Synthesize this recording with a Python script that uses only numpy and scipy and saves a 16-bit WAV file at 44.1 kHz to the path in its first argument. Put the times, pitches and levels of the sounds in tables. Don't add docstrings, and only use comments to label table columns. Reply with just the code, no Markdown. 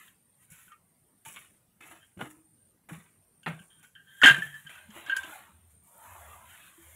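import sys
import numpy as np
from scipy import signal
from scipy.fft import rfft, irfft
from scipy.io import wavfile
from scipy.ndimage import uniform_filter1d, minimum_filter1d

SR = 44100
rng = np.random.default_rng(int(sys.argv[2]) if len(sys.argv) > 2 else 0)


def to_wav(sig):
    pcm = np.clip(np.atleast_2d(sig), -1, 1) * 32767
    pcm = np.round(pcm).astype(np.int16)
    wavfile.write(sys.argv[1], SR, pcm.T)


N = 306568
T = np.arange(N) / SR
DECAY = np.log(1000)

# (frequency [Hz], level [dB], t60 [s])
BAMBOO = [(900, -18.5, 0.029), (1220, -12, 0.11), (1350, -5, 0.069), (1340, -10, 0.15), (1489, 0.5, 0.053),
          (1566, 0, .12), (1597.6, -1.5, 0.11), (1710, -9, 0.056), (1748, -2, 0.11), (1850, -2, 0.045),
          (1854, -2, 0.084), (2177, -19, 0.071), (2240, -12, 0.07), (2470, -17, 0.085), (2710, -8, 0.12),
          (3135, -9, 0.027), (3110, 2.5, 0.051), (2900, -5.5, 0.09), (3235, -6.5, 0.11),
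          (3220, -8.5, 0.051), (3580, -6.5, 0.021), (6800, -23, 0.024), (6550, -25.5, 0.078)]
OVERTONES_FROM_HZ = 2000


def amp(db):
    return 10 ** (np.asarray(db) / 20)


def unit(x):
    return x / np.sqrt(np.mean(x ** 2))


def colour(x, points):
    hz, db = np.transpose(points)
    f = np.maximum(np.fft.rfftfreq(len(x), 1 / SR), 1)
    curve_db = np.interp(np.log(f), np.log(hz), db)
    return unit(irfft(rfft(x) * amp(curve_db), len(x)))


def grains(spread_db, keep):
    sounding = rng.random(N) < keep
    return rng.standard_normal(N) * sounding * amp(spread_db * rng.exponential(size=N))


def walk(rate):
    k = int(SR / rate)
    held = np.repeat(rng.standard_normal(N // k + 1), k)
    return 0.68 * uniform_filter1d(uniform_filter1d(held, k), k)[:N]


def add(track, s, sound):
    i = int(s * SR)
    track[i:i + len(sound)] += sound[:N - i]


def tone(hz, width_hz):
    edges = [hz - width_hz / 2, hz + width_hz / 2]
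    band = signal.butter(2, edges, "band", fs=SR, output="sos")
    return unit(signal.sosfilt(band, rng.standard_normal(N)))


def patchy(x, depth_db, bins=3, frames=5):
    z = signal.stft(x, nperseg=1024)[2]
    field = uniform_filter1d(rng.standard_normal(z.shape), bins, axis=0)
    field = uniform_filter1d(field, frames, axis=1)
    return unit(signal.istft(z * amp(depth_db * unit(field)))[1][:N])


def halves(x):
    filters = [signal.butter(3, 1500, kind, fs=SR, output="sos") for kind in ("low", "high")]
    return [unit(signal.sosfilt(sos, x)) for sos in filters]


def blow(t, rise_ms, t60):
    push = np.sin(np.pi / 2 * np.clip(1000 * t / max(rise_ms, .1), 0, 1)) ** 2
    return push * np.exp(-DECAY * np.maximum(t - rise_ms / 1000, 0) / t60)


def swell(s, rise, hold, fall):
    outside = np.maximum((s - T) / rise, (T - s - hold) / fall)
    return amp(-20 * np.maximum(0, outside))


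def nearness(hz, pitch_hz, reach_hz, shared_db):
    far = ((hz - pitch_hz) / reach_hz) ** 2
    return np.exp(-.5 * (far - far.min(axis=0))) + amp(shared_db)


def yard():
    # (start [s], end [s], end level [dB])
    insect_phrases = [(0, 0.49, -68), (0.663, 1.58, -69.5), (2.006, 2.717, -66.5), (2.9, 3.823, -65),
                      (4.056, 4.894, -66.5), (5.251, 6.043, -65), (6.15, 6.964, -65.5)]
    # (time [s], hold [s], level [dB])
    motor_surges = [(4.796, 0.19, -68), (5.209, .03, -70.5), (5.55, 0.251, -65), (6.099, 0.37, -58),
                    (6.869, 0.094, -58)]
    # (frequency [Hz], relative level [dB])
    floor_shape = [(26, -32), (45, -6), (53, -7.5), (99, 2), (178, 2), (306, -7.5), (1480, -18.5),
                   (5170, -26.5), (7290, -25), (8870, -13.5), (9550, -16), (14900, -20), (16000, -25.5)]
    trill = 1 + 0.14 * np.sin(2 * np.pi * 85 * T)
    phrases = sum(amp(np.interp(T, [start, end], [db - 10, db], -120, -120))
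                  for start, end, db in insect_phrases)
    insects = tone(8900, 260) * trill * uniform_filter1d(phrases, SR // 20)
    rise_s, fall_s = 0.105, 0.11
    surges = sum(amp(db) * swell(s, rise_s, hold, fall_s) for s, hold, db in motor_surges)
    motor = tone(82, 16) * surges
    air = patchy(colour(rng.standard_normal(N), floor_shape), 3.5) * amp(walk(3) - 69)
    return insects + motor + air


def drag():
    # (time [s], rise [s], hold [s], fall [s],
    #                    dull scrape level [dB], bright scrape level [dB], rustle level [dB])
    strokes = [(0.0, .01, 0.077, .1, -95, -62, -61), (0.428, 0.071, 0.0091, 0.071, -89, -69.5, -65),
               (0.52, 0.027, 0.15, 0.087, -95, -66.5, -61), (4.196, 0.24, .02, .02, -80.5, -70.5, -60),
               (4.417, 0.0086, 0.0093, 0.14, -88, -54, -52.5), (4.56, 0.12, 0.039, 0.25, -79, -64.5, -61),
               (4.757, 0.11, .01, .12, -63.5, -57, -65.5), (4.967, 0.11, 0.017, 0.12, -56, -54, -55.5),
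               (5.092, 0.048, 0.011, 0.28, -52.5, -45, -65.5), (5.302, 0.18, 0.045, 0.19, -54, -56, -53.5),
               (5.714, 0.061, 0.009, 0.073, -95, -76.5, -66.5), (5.86, .06, 0.086, 0.161, -81, -82, -67),
               (6.048, 0.15, 0.3, 0.19, -53, -63.5, -57.5), (6.501, 0.12, 0.18, 0.17, -72.5, -59, -59),
               (6.839, 0.13, .1, .1, -66.5, -64, -58.5)]
    # (frequency [Hz], relative level [dB])
    scrape_shape = [(210, -53), (350, -19.5), (478, -18.5), (584, -2.5), (771, -3), (974, 2), (1050, -1.5),
                    (2680, -7.5), (3870, -14), (5000, -39.5), (6500, -53), (11000, -120)]
    # (frequency [Hz], relative level [dB])
    rustle_shape = [(2650, -44.5), (4500, -24.5), (5000, -25), (6300, -10), (7200, -3.5), (9300, -6),
                    (10300, 0), (12500, -3), (13800, -8), (16000, -7.5)]
    scrape = patchy(colour(grains(1.5, .3), scrape_shape), 4.5, frames=8) * amp(1.5 * walk(25))
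    low, high = halves(scrape)
    rustle = patchy(colour(grains(1.5, 0.37), rustle_shape), 1.7) * amp(1.3 * walk(27))
    out = np.zeros(N)
    for s, rise, hold, fall, dull_db, bright_db, rustle_db in strokes:
        blend = low * amp(dull_db) + high * amp(bright_db) + rustle * amp(rustle_db)
        out += swell(s, rise, hold, fall) * blend
    return out


def sticks(reach_hz=18, shared_db=-24, crack_t60_s=0.06, scatter_db=2):
    # (time [s], level [dB], pitch of the struck stick [Hz],
    #                   overtones [dB, before doubling], crack [dB re knock, before the mix gain])
    knocks = [(0.079, -54.5, 1960, 1.5, -14), (0.679, -49, 1470, -11, -21.5),
              (0.718, -45.5, 1210, -12, -16), (2.014, -60, 1651, -15, -40), (3.4304, -53.5, 1530, 4, -4),
              (3.5898, -46.5, 1580, -3.5, -22.5), (3.845, -54, 1500, -3, -7), (3.9513, -49, 1667, 1, -23.5),
              (4.2159, -8.5, 1703, -24, -28.5), (4.2235, -10, 1490, -19, -27.5),
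              (4.2349, 0, 1820, -9, -35.5), (4.2381, 5.5, 1718, -6.5, -23), (4.258, 5.5, 1642, -38, -18),
              (4.2621, 1, 1720, -4.5, -33), (4.2697, 1.5, 1590, -21, -29), (4.2843, -0.5, 1615, -20, -27),
              (4.2916, -4.5, 1647, -13.5, -37.5), (4.309, -12.5, 1531, -12.5, -22.5),
              (4.3176, -21, 1550, -9.5, -25), (4.3439, -19, 1722, -10.5, -24),
              (4.365, -25.5, 1550, -9.5, -22), (4.3853, -26.5, 1620, -13, -24),
              (4.42, -18.5, 1727, -19, -33), (4.5405, -35, 1784, -15, -22), (4.5504, -36.5, 1750, -22, -27),
              (4.6676, -41.5, 1652, -7, -13.5), (4.752, -43, 1470, -14, -14),
              (4.7797, -42, 1520, -20.5, -23.5), (4.9041, -46.5, 1670, -5, -7.5),
              (5.062, -37, 1635, -10, -12), (5.0956, -18, 1564, -12, -31), (5.1069, -14, 1587, -22, -46),
              (5.134, -29.5, 1576, -17, -48.5), (5.163, -17.5, 1589, -21, -40), (5.165, -37, 1890, 1.5, 6),
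              (5.232, -34, 1576, -4.5, -11.5)]
    # (frequency [Hz], relative level [dB])
    crack_shape = [(2650, -35), (4500, -7), (5900, -12), (6740, -0.5), (9160, -13.5), (10400, -9.5),
                   (13400, -22), (14900, -18.5), (16000, -18.5)]
    shortest_ms, soft_db = 2.5, -29.5
    hz, db, t60 = np.transpose(BAMBOO)[:, :, None]
    low = hz < OVERTONES_FROM_HZ
    t, out, crack = T[:SR // 4], np.zeros(N), np.zeros(N)
    chance = rng.standard_normal((len(knocks), len(BAMBOO), 1))
    for (s, level_db, pitch_hz, over_db, crack_db), size in zip(knocks, chance):
        ring = np.interp(level_db, [-19.5, 0], [1, 0.7])
        contact_ms = shortest_ms * amp(max(0, soft_db - crack_db))
        near = nearness(hz, pitch_hz, reach_hz, shared_db)
        octave = nearness(hz, 1.8 * pitch_hz, 154, -4.5)
        gain = amp(db + scatter_db * size) * np.where(low, near, octave)
        gain = gain * np.where(low, 1 / gain[low].sum(), 2 * amp(over_db) / gain[~low].sum())
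        modes = gain * np.sin(2 * np.pi * hz * t) * blow(t, contact_ms, t60 * ring)
        add(out, s, amp(level_db) * modes.sum(axis=0))
        add(crack, s, amp(level_db + crack_db) * blow(t, 0.36 * contact_ms, crack_t60_s))
    return out + 0.51 * crack * colour(rng.standard_normal(N), crack_shape)


def walls(x):
    t, echo_t60_s = T[:SR // 2], 0.2
    tail = rng.standard_normal(len(t)) * np.exp(-DECAY * t / echo_t60_s) * (t > .004)
    tail = signal.lfilter(*signal.butter(1, 3520, fs=SR), tail)
    tail = tail / np.sqrt(np.sum(tail ** 2))
    return amp(-20.5) * signal.fftconvolve(x, tail)[:N]


def steps(grit_long=1.71):
    # (time [s], crunch [dB], brightness [dB re crunch], grit [dB re crunch], crunch t60 [s])
    bursts = [(0.502, -71, 13.5, 21.5, 0.34), (1.25, -48.5, 13, 7, 0.26), (1.28, -50, -2, -1.5, 0.19),
              (1.337, -62.5, 10.5, 8.5, 0.395), (1.361, -50, 18, -14, 0.028), (1.3693, -51, 16, -14, 0.015),
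              (1.37, -57.5, 14.5, -16, 0.37), (1.806, -48.5, 6.5, -5.5, 0.589), (1.855, -49, -2, -9, 0.31),
              (1.911, -44, 1, -18, 0.22), (2.172, -46, -5, -21, 0.35), (2.19, -40, -9, -22, 0.27),
              (2.207, -30, -8, -19.5, 0.27), (2.301, -59.5, 12, 5, 0.094),
              (2.888, -38.5, -6.5, -11.5, 0.36), (2.927, -63, 16, -4, 0.55),
              (3.461, -25.5, -3, -24.5, 0.26), (3.502, -45.5, -2.5, -41, 0.36),
              (3.595, -60.5, -10, -1, 0.93), (3.828, -61.5, 12, 7, 0.15), (4.233, -12, 8, -21, 0.32),
              (4.257, -21.5, 18.5, -13, 0.13), (4.379, -36.5, -18, -21, 0.25),
              (4.693, -51, 10.5, -0.5, 0.29), (4.95, -41, -7, -16, 0.61), (5.163, -43.5, 11, 5, 0.12),
              (5.242, -41.5, -5, -16, 0.493)]
    # (frequency [Hz], relative level [dB])
    crunch_shape = [(350, -39), (600, -9.5), (723, -8.5), (919, -7), (1130, -6), (2310, -5.5), (3630, -15),
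                    (5000, -37.5), (6500, -71), (11000, -120)]
    # (frequency [Hz], relative level [dB])
    grit_shape = [(2650, -42.5), (4500, -24), (4870, -28.5), (5650, -9.5), (6320, -10.5), (6990, -2.5),
                  (8740, -3.5), (9410, -8.5), (10300, 3.5), (12800, -10), (14000, -9), (14900, -7.5),
                  (16000, -9.5)]
    rise_ms = 0.95
    t, (dull, bright, grit) = T[:SR], np.zeros((3, N))
    for s, db, bright_db, grit_db, t60 in bursts:
        add(dull, s, amp(db) * blow(t, rise_ms, t60))
        add(bright, s, amp(db + bright_db) * blow(t, rise_ms, t60))
        add(grit, s, amp(db + grit_db) * blow(t, rise_ms, grit_long * t60))
    low, high = halves(patchy(colour(grains(2.0, .2), crunch_shape), 4, frames=9))
    body = amp(-7) * tone(352, 303)
    crunch = 0.28 * amp(4.2 * walk(70)) * (dull * (body + low) + bright * high)
    grit_noise = patchy(colour(grains(2.0, 0.14), grit_shape), 1.7)
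    return crunch + 0.53 * grit * amp(2.3 * walk(130)) * grit_noise


def thuds(boom_db=-17):
    # (time [s], level before wavering [dB], frequency [Hz], t60 [s])
    impacts = [(0.512, -54, 162, 0.14), (1.253, -49, 895, 0.12), (1.264, -58, 147, 0.087),
               (1.831, -57, 317, 0.103), (1.916, -57.5, 327, 0.22), (2.164, -40.5, 186, 0.209),
               (2.166, -46, 342, 0.11), (2.211, -40, 239, 0.099), (2.215, -43.5, 133, 0.13),
               (2.26, -50, 306, 0.5), (2.36, -54.5, 321, 0.3), (2.905, -46, 306, 0.11),
               (2.914, -37.5, 162.3, 0.25), (2.975, -45, 188, 0.06), (3.466, -34.5, 163.2, 0.3),
               (3.518, -40, 157.4, 0.15), (3.6, -49.5, 179, 0.079), (4.236, -19.5, 279.6, 0.097),
               (4.3, -34.5, 141.4, 0.34), (4.378, -37, 172, 0.15), (4.445, -48.5, 143.5, 0.47),
               (4.648, -48.5, 152.6, 0.065), (4.884, -44, 212, 0.11), (4.956, -48.5, 336, 0.21),
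               (5.08, -53.5, 308.3, 0.13), (5.272, -52.5, 316, 0.13), (5.488, -59, 184, 0.1325),
               (6.775, -54, 334.5, 0.19)]
    rise_ms = 12
    t, tones, boom = T[:SR // 2], np.zeros(N), np.zeros(N)
    for s, db, hz, t60 in impacts:
        envelope = blow(t, rise_ms, t60)
        add(tones, s, amp(db) * envelope * np.sin(2 * np.pi * hz * t))
        add(boom, s, amp(db + boom_db) * envelope)
    boom_noise = tone(120, 100)
    return tones * amp(4.9 * walk(60)) + boom * boom_noise


def rubbing(reach_hz=70, over_reach_hz=200):
    # (time [s], rise [s], fall [s], level [dB], pitch [Hz],
    #                                overtones [dB re level], overtone pitch [Hz])
    rubs = [(0.52, 0.048, .15, -66.5, 1510, 0.5, 2330), (0.6, 0.063, 0.088, -65, 1440, -10, 2630),
            (0.72, 0.031, 0.058, -55.5, 1260, -10, 2390), (2.03, 0.029, 0.062, -62.5, 1670, -0.5, 3130),
            (3.62, .01, 0.023, -60, 1610, -1, 2550), (3.706, 0.0082, 0.14, -68, 1640, 6.5, 3340),
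            (3.858, 0.1, 0.061, -60.5, 1530, -9, 2400), (3.96, 0.0089, 0.12, -52.5, 1627, -10, 2945),
            (4.082, 0.016, 0.208, -59.5, 1640, -4, 3323), (4.205, 0.052, 0.03, -51, 1640, -4, 3370),
            (4.47, 0.024, 0.18, -50, 1680, -9.5, 3300), (4.56, 0.226, 0.08, -51.5, 1725, -15, 3120),
            (4.666, 0.0081, 0.14, -48, 1622, -7.5, 3110), (4.768, 0.042, 0.11, -52, 1600, -15, 3040),
            (4.984, 0.08, 0.143, -60, 1530, 5, 2660)]
    hz, db, t60 = np.transpose(BAMBOO)
    low = hz < OVERTONES_FROM_HZ
    slips = grains(2, .2) * amp(2 * walk(40))
    damping = .5
    pole = np.exp(2j * np.pi * hz / SR - DECAY / (damping * t60 * SR))
    rings = np.array([unit(signal.lfilter([1], [1, -2 * p, p * p], slips).imag) for p in pole])
    out = np.zeros(N)
    for s, rise, fall, level_db, pitch_hz, over_db, over_hz in rubs:
        gain = np.zeros(len(hz))
        groups = ((low, pitch_hz, reach_hz, level_db),
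                  (~low, over_hz, over_reach_hz, level_db + over_db))
        for group, centre, reach, group_db in groups:
            share = amp(.5 * db[group]) * nearness(hz[group], centre, reach, -19.0)
            gain[group] = amp(group_db) * share / np.sqrt((share ** 2).sum())
        out += swell(s, rise, 0, fall) * (gain @ rings)
    return out


def ticks():
    # (time [s], level [dB])
    rope_ticks = [(5.675, -62.5), (5.836, -53), (5.881, -52.5), (5.945, -58), (5.98, -48), (6.03, -54),
                  (6.36, -58), (6.487, -56)]
    t, env = T[:SR // 20], np.zeros(N)
    for s, db in rope_ticks:
        add(env, s, amp(db) * blow(t, 0.56, 0.016))
    treble = signal.butter(4, 10500, "high", fs=SR, output="sos")
    return env * unit(signal.sosfilt(treble, rng.standard_normal(N)))


def scene():
    near = sticks() + steps()
    return (yard() + drag() + near + walls(near) + thuds() + rubbing() + ticks())[None]


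def record(dry):
    ceiling, top_hz = .76, 15650
    hold = SR // 700
    gain = np.minimum(1, ceiling / (np.abs(dry) + 1e-9))
    gain = uniform_filter1d(minimum_filter1d(gain, 2 * hold), hold)
    return signal.sosfilt(signal.ellip(10, .2, 70, top_hz, fs=SR, output="sos"), dry * gain)


dry = scene()
out = record(dry)
to_wav(out)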